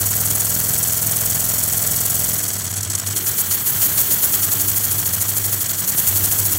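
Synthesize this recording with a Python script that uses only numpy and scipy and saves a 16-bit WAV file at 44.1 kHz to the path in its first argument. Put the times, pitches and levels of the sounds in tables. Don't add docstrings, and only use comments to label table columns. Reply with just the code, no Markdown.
import sys
import numpy as np
from scipy import signal
from scipy.fft import rfft, irfft
from scipy.io import wavfile
from scipy.ndimage import uniform_filter1d

SR = 44100
rng = np.random.default_rng(int(sys.argv[2]) if len(sys.argv) > 2 else 0)


def convert_level_to_amplitude(level_db):
    exponent = np.asarray(level_db, float) / 20
    return 10 ** exponent


def bounce(signal):
    frames = np.transpose(np.atleast_2d(signal))
    limited = np.clip(frames, -1, 1)
    pcm = np.round(limited * 32767).astype(np.int16)
    wavfile.write(sys.argv[1], SR, pcm)


N = 290178

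FULL_SPEED = 21.2
START_TURN = -.386
VALVE_LEAD_S = .0012
STUMBLE_S = 0.055

# (t/s, speed/turns a second)
SPEED = [(0.0, 20.328), (0.82, 21.147), (2.26, 21.374), (2.54, 19.477), (2.61, 17.851), (3.1, 10.459),
         (3.46, 7.613), (3.55, 6.506), (3.72, 6.694), (3.85, 5.74), (4.58, 12.245), (4.73, 12.266),
         (4.86, 13.914), (5.58, 12.095), (5.9, 10.211), (5.99, 10.061), (6.44, 15.069), (6.58, 15.243)]
# (t/s, pressure/dB)
LINE = [(0, 1), (.4, 1.5), (1.4, 1), (2.3, 1), (2.45, -3.5), (2.7, -12), (2.92, -16), (3.08, -10),
        (3.25, -1), (3.68, 0.5), (3.76, 4), (4.3, 3), (4.9, 1.4), (5.1, -0.9), (5.5, -0.1), (5.75, -4),
        (6.06, 4), (6.58, 2)]
# (t/s, inlet level/dB, port level/dB)
STUMBLES = [(2.49, 0, 2), (2.65, -2, 1.2), (2.775, 5, -2.5), (2.845, -4, -7), (2.912, -4, 5),
            (2.992, 3.5, -4), (3.078, 0, 2), (3.175, 3.5, -1.5), (3.68, -2.5, -2), (3.84, -1.5, 3),
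            (4.0, -.4, -2), (6.08, 2, -2)]

# (opens/turn, shuts/turn, opening edge/turn, shutting edge/turn, level/dB)
INLET_OPENINGS = [
    (-.2, 0.08, 0.22, 0.017, 1.5),
    (.03, 0.13, .04, 0.014, -7),
]
EXHAUST_OPENINGS = [
    (.235, .33, .03, .02, 0),
    (.42, .52, .04, .02, -.5),
    (.2, .62, .025, .025, -7),
    (-.17, .13, .04, .02, -4),
]
LEAK_OPENINGS = [
    (-.2, .13, 0.071, .02, 3),
    (-.1, .05, .08, .08, -9),
    (.2, 1, 0.033, 0.055, -21.5),
]
RUSH_OPENINGS = [
    (-0.153, 0.17, 0.023, .02, -3.7),
    (0.18, 0.31, 0.021, 0.022, -0.8),
    (0.25, 0.63, 0.055, 0.013, -1),
    (0.043, 0.11, 0.022, .02, 0.5),
    (0.42, 0.47, .02, .02, -1.5),
]
WHOOSH_OPENINGS = [
    (-0.18, -0.091, 0.053, 0.12, 0),
]

# (f/Hz, level/dB per Hz)
INLET_JET = [(1500, -15), (3000, -28), (4500, -13.5), (6500, -1), (9500, 4), (11500, -1.5), (13000, -7),
             (15800, -24)]
EXHAUST_JET = [(1500, -15.5), (3500, -18.5), (5800, -1), (9000, -5.5), (11500, -8), (15500, -15)]
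LEAK_JET = [(1500, -8.5), (4000, -17.5), (6000, -0.5), (9000, 4), (12000, 7), (14500, 11.5), (15900, 12)]
RUSH_JET = [(60, -27), (130, 10.5), (280, -2.5), (450, -4.5), (900, -4.5), (1500, 0), (4000, -4),
            (8000, -48)]
WHOOSH_JET = [(1000, -3.5), (2500, 4), (4500, 4.5), (7000, 8.5), (11000, -0.5)]
# (f/Hz, width/Hz, level/dB)
PORT_WHISTLE = [(7920, 320, 12), (9480, 260, 8)]
# (f/Hz, width/Hz, level/dB)
RUSH_DIPS = [(662, 23, -1.5), (626, 33, -0.5)]
# (f/Hz, width/Hz, level/dB)
REFLECTIONS = [(550, 27, -4.5), (2580, 900, -6.5), (3280, 990, 5), (3750, 490, -5.5), (4450, 420, 6.5),
               (4920, 860, -3), (6850, 340, 4), (8900, 360, -3), (10470, 240, -7.5), (11700, 1270, 3),
               (12800, 800, -0.5)]

# (angle/turn, lag when slow/turn, thump level/dB, thump length/ms, tick level/dB)
KNOCKS = [
    (-.185, .08, -23.5, 2.7, -24.5),
    (.25, .2, -26, 2.9, -29),
]
# (t/s, top knock level/dB, bottom knock level/dB)
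DRIVE = [(0, 0, 2), (2.33, 1, 0), (2.45, -14, -5.5), (3.1, -16, -6), (3.7, -20, -16), (4.1, -1, -20),
         (4.7, -17, -0.5), (5.5, -9, -7), (5.9, -17, -17), (6.2, -5, -8), (6.58, -5, 1)]
# (angle/turn, level/dB)
SLACK_TAPS = [
    (-.28, -34.5),
    (0.092, -30.5),
    (.4, -31),
    (.52, -34.5),
]
# (f/Hz, width/Hz, level/dB)
CASING = [(253, 26, -8), (466, 40, 1), (612, 45, 2), (678, 35, 0), (1400, 600, 7)]
# (f/Hz, width/Hz, level/dB)
BENCH_MODES = [(100.5, 10.4, 0), (138, 67, -11.5), (184.6, 82, -6)]
# (f/Hz, width/Hz, level/dB)
BASE_MODES = [(291, 47, -1), (378.5, 25, -1)]
# (t/s, half length/s, board level/dB)
ROCKS = [(0, 0.14, -29.5), (.3, 0.091, -33), (1.07, 0.03, -31), (1.3, 0.051, -34), (1.92, 0.027, -39),
         (2.7, .12, -36), (2.86, 0.11, -30), (3.1, 0.047, -28.5), (3.3, .05, -35), (3.5, 0.024, -30.5),
         (3.62, 0.044, -37), (3.8, 0.036, -32.5), (3.97, 0.06, -35), (4.2, 0.03, -39), (4.47, 0.1, -34),
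         (4.7, 0.15, -32.5), (4.95, .06, -29.5), (5.15, 0.094, -31.5), (5.45, .2, -31.5),
         (6.18, 0.082, -26.5), (6.42, 0.047, -26.5), (6.56, .06, -31.5)]
# (t/s, half length/s, level/dB)
JOLTS = [(0, 0.039, -38), (.31, 0.073, -38), (1.08, 0.023, -39), (1.94, .04, -42), (2.42, 0.07, -40),
         (2.91, .03, -42), (3.19, 0.068, -37), (3.57, 0.041, -44), (3.85, 0.049, -38), (4.11, 0.025, -34.5),
         (4.35, 0.087, -38), (4.62, 0.09, -34.5), (4.99, 0.055, -37.5), (5.5, 0.3, -44), (6.2, 0.09, -37),
         (6.37, 0.037, -37.5), (6.58, 0.12, -34.5)]
# (t/s, peak level/dB)
SPITS = [(2.5974, -17), (2.7374, -12), (2.7806, -12), (2.807, -8), (2.829, -7), (2.8484, -10),
         (2.899, -7.5), (2.951, -2.5), (2.997, -8), (3.07, -10), (3.108, -14), (3.163, -8), (5.014, -20),
         (5.088, -13), (5.66, -16), (5.733, -16), (5.751, -18), (5.918, -13)]
# (f/Hz, level/dB)
BASS_CUT = [(20, -40), (32, -20), (42, -9.5), (60, -2.5), (90, -0.5)]


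def evened(x):
    return x / np.sqrt(np.mean(x ** 2) + 1e-20)


def held(x):
    return x / np.sqrt(uniform_filter1d(x ** 2, size=3000))


def along(table, column):
    rows = np.array(table, float)
    return np.interp(np.arange(N) / SR, rows[:, 0], rows[:, column])


def bumps(times, widths, heights):
    t = np.arange(N)[::64, None] / SR
    bells = heights * np.exp(-((t - times) / widths) ** 2)
    return np.repeat(bells.sum(axis=1), 64)[:N]


def swells(table, rest_db):
    s, half, db = np.transpose(table)
    return np.sqrt(convert_level_to_amplitude(rest_db) ** 2 + bumps(s, half, convert_level_to_amplitude(db) ** 2))


def coloured(x, slope=((1, 0), (2, 0)), bells=()):
    hz = np.fft.rfftfreq(N, 1 / SR)
    f, level = np.transpose(slope)
    db = np.interp(np.log(hz + 1), np.log(f), level)
    for at, width, peak_db in bells:
        db += peak_db / (1 + (2 * (hz - at) / width) ** 2)
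    return irfft(rfft(x) * convert_level_to_amplitude(db), N)


def resonate(x, hz, width):
    r = np.exp(-np.pi * width / SR)
    ringing = signal.lfilter([1 - r], [1, -r * np.exp(2j * np.pi * hz / SR)], x + 0j)
    return 2 * ringing.real


def crank():
    speed = along(SPEED, column=1)
    return START_TURN + np.cumsum(speed) / SR, speed


def slowness(speed):
    return np.clip(1 - speed / FULL_SPEED, 0, 1)


def level_db(speed, full_speed_db, per_pressure_db, standstill_db):
    return full_speed_db + per_pressure_db * along(LINE, column=1) + standstill_db * slowness(speed)


def gate(turns, openings, spread_db, shift, closed_db=-43.0):
    power = convert_level_to_amplitude(closed_db) ** 2 * np.ones(N)
    for opens, shuts, rise, fall, db in openings:
        which = np.round(turns - (opens + shuts) / 2).astype(int) + 2
        luck = rng.standard_normal((110, 2))[which]
        angle = turns - which + 2 - shift * luck[:, 0]
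        opening = 1 + np.tanh(2 * (angle - opens) / rise)
        shutting = 1 + np.tanh(2 * (shuts - angle) / fall)
        power += convert_level_to_amplitude(2 * (db + spread_db * luck[:, 1])) * opening * shutting / 4
    return np.sqrt(power)


def jet(slope, flutter_db, bells=()):
    smooth = uniform_filter1d(rng.standard_normal(N), size=90)
    flutter = evened(uniform_filter1d(smooth, size=90))
    hiss = evened(coloured(rng.standard_normal(N), slope, bells))
    return evened(hiss * convert_level_to_amplitude(flutter_db * flutter))


def puff_db(speed):
    s, inlet_db, _ = np.transpose(STUMBLES)
    steady_db = level_db(speed, full_speed_db=-19.5, per_pressure_db=0.47, standstill_db=-5)
    return steady_db + bumps(s, STUMBLE_S, inlet_db)


def inlet_puff(turns, speed):
    flow = gate(turns, INLET_OPENINGS, spread_db=.5, shift=0.011)
    return convert_level_to_amplitude(puff_db(speed) - 0.54) * flow * jet(INLET_JET, flutter_db=2.2)


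def exhaust_port(turns, speed):
    s, _, port_db = np.transpose(STUMBLES)
    blow_db = level_db(speed, full_speed_db=-23.5, per_pressure_db=0.043, standstill_db=-6)
    blow_db = blow_db + bumps(s, STUMBLE_S, port_db)
    flow = gate(turns, EXHAUST_OPENINGS, spread_db=1.2, shift=.012, closed_db=-12.)
    return (convert_level_to_amplitude(blow_db + 1.1) * flow + spits()) * jet(EXHAUST_JET, 0.35, PORT_WHISTLE)


def leak_db(speed):
    return level_db(speed, full_speed_db=-23, per_pressure_db=1.0, standstill_db=1.6)


def leaking_line(turns, speed):
    surge = gate(turns, LEAK_OPENINGS, spread_db=0.69, shift=.008, closed_db=-0.89)
    surge = surge ** (0.84 + 0.75 * slowness(speed))
    return convert_level_to_amplitude(leak_db(speed) + 4.0) * surge * jet(LEAK_JET, flutter_db=0.14)


def cylinder_rush(turns, speed):
    rush_db = level_db(speed, full_speed_db=-34.5, per_pressure_db=0.14, standstill_db=0.43)
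    flow = gate(turns, RUSH_OPENINGS, spread_db=0.92, shift=0.012, closed_db=-4.0)
    return convert_level_to_amplitude(rush_db + 1.3) * flow * jet(RUSH_JET, 2.1, RUSH_DIPS)


def gusts(speed):
    rumble = jet(((20, -20), (35, -3), (70, -2.5), (130, -21)), flutter_db=0.57)
    return convert_level_to_amplitude(2 * (leak_db(speed) + 27.5) - 48.0) * rumble


def knocks(turns, speed):
    thumps, ticks = np.zeros(N), np.zeros(N)
    for end, (turn, lag, thump_db, ms, tick_db) in enumerate(KNOCKS):
        angle = turns - turn - lag * (1 - speed / FULL_SPEED)
        at = np.flatnonzero(np.diff(np.floor(angle)) > 0)
        luck = rng.standard_normal((110, 3))[:len(at)]
        force_db = along(DRIVE, column=1 + end)[at]
        hits, snaps = np.zeros(N), np.zeros(N)
        hits[at] = convert_level_to_amplitude(force_db + .8 * luck[:, 0])
        delay = (12 * luck[:, 1] + 30).astype(int)
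        snaps[np.clip(at + delay, 0, N - 1)] = convert_level_to_amplitude(.5 * force_db + 1.7 * luck[:, 2])
        pull = -signal.windows.hann(int(ms * SR / 500))
        thumps += convert_level_to_amplitude(thump_db) * signal.oaconvolve(hits, pull, "same")
        ticks -= convert_level_to_amplitude(tick_db) * snaps
    return thumps, ticks


def slack(turns):
    taps = np.zeros(N)
    for turn, db in SLACK_TAPS:
        luck = rng.standard_normal((110, 2))
        at = np.flatnonzero(np.diff(np.floor(turns - turn)) > 0)
        luck = luck[:len(at)]
        at = np.clip(at + (25 * luck[:, 0]).astype(int), 0, N - 1)
        taps[at] = convert_level_to_amplitude(db + .4 * along(DRIVE, column=1)[at] + 3.5 * luck[:, 1])
    return taps


def casing(ticks):
    ring = np.zeros(N)
    for hz, width, db in CASING:
        ring += convert_level_to_amplitude(db - 11.5) * resonate(ticks, hz, width) * SR / (2 * np.pi * width)
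    return ring


def ringing_modes(drive, modes, second_width):
    return [convert_level_to_amplitude(db) * resonate(resonate(drive, hz, width), hz, second_width * width)
            for hz, width, db in modes]


def bench(thumps, speed):
    rumble = ((60, -25), (90, -1.5), (450, -11.5), (800, -56))
    rocking = evened(coloured(rng.standard_normal(N), rumble))
    drive = evened(thumps) + rocking * convert_level_to_amplitude(-6 - .5 * along(DRIVE, column=2))
    first, *others = ringing_modes(drive, BENCH_MODES, second_width=3)
    base = sum(ringing_modes(rocking, BASE_MODES, second_width=2))
    board_db = level_db(speed, full_speed_db=-35.5, per_pressure_db=.01, standstill_db=-9)
    board = convert_level_to_amplitude(0.76) * swells(ROCKS, board_db) * held(first)
    board += convert_level_to_amplitude(-40.0) * held(sum(others))
    rattle = convert_level_to_amplitude(-2.5) * swells(JOLTS, rest_db=-47) * held(base)
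    return board + rattle


def opening_whoosh(turns, speed):
    flow = gate(turns, WHOOSH_OPENINGS, spread_db=0.23, shift=0.017)
    return convert_level_to_amplitude(puff_db(speed) + 6.0) * slowness(speed) * flow * jet(WHOOSH_JET, flutter_db=2.2)


def spits():
    burst = np.zeros(N)
    u = np.arange(900) / SR
    shape = (1 - np.exp(-u / 0.00095)) * np.exp(-(u / 0.0072) ** 2)
    for s, peak_db in SPITS:
        at = round(s * SR)
        burst[at:at + len(u)] += convert_level_to_amplitude(peak_db - 11.0) * shape
    return burst


def scene():
    turns, speed = crank()
    valve_turns = turns + VALVE_LEAD_S * (speed - FULL_SPEED / 2)
    air = inlet_puff(valve_turns, speed) + exhaust_port(valve_turns, speed)
    air += leaking_line(valve_turns, speed) + cylinder_rush(valve_turns, speed)
    air += gusts(speed) + opening_whoosh(valve_turns, speed)
    thumps, ticks = knocks(turns, speed)
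    ring = casing(ticks + slack(turns))
    near = coloured(air, bells=REFLECTIONS)
    return (near + thumps + ring + bench(thumps, speed))[None]


def low_pass(x):
    return signal.sosfilt(signal.butter(12, 16840, fs=SR, output="sos"), x)


def record(dry):
    soft = .8 * np.tanh(dry[0] / .8)
    cut = coloured(soft, BASS_CUT)[None]
    band_limit = signal.firwin(1201, 15790, window=("kaiser", 10), fs=SR)[None]
    mix = signal.oaconvolve(cut, band_limit, "same")
    return low_pass(mix)


dry = scene()
out = record(dry)
bounce(out)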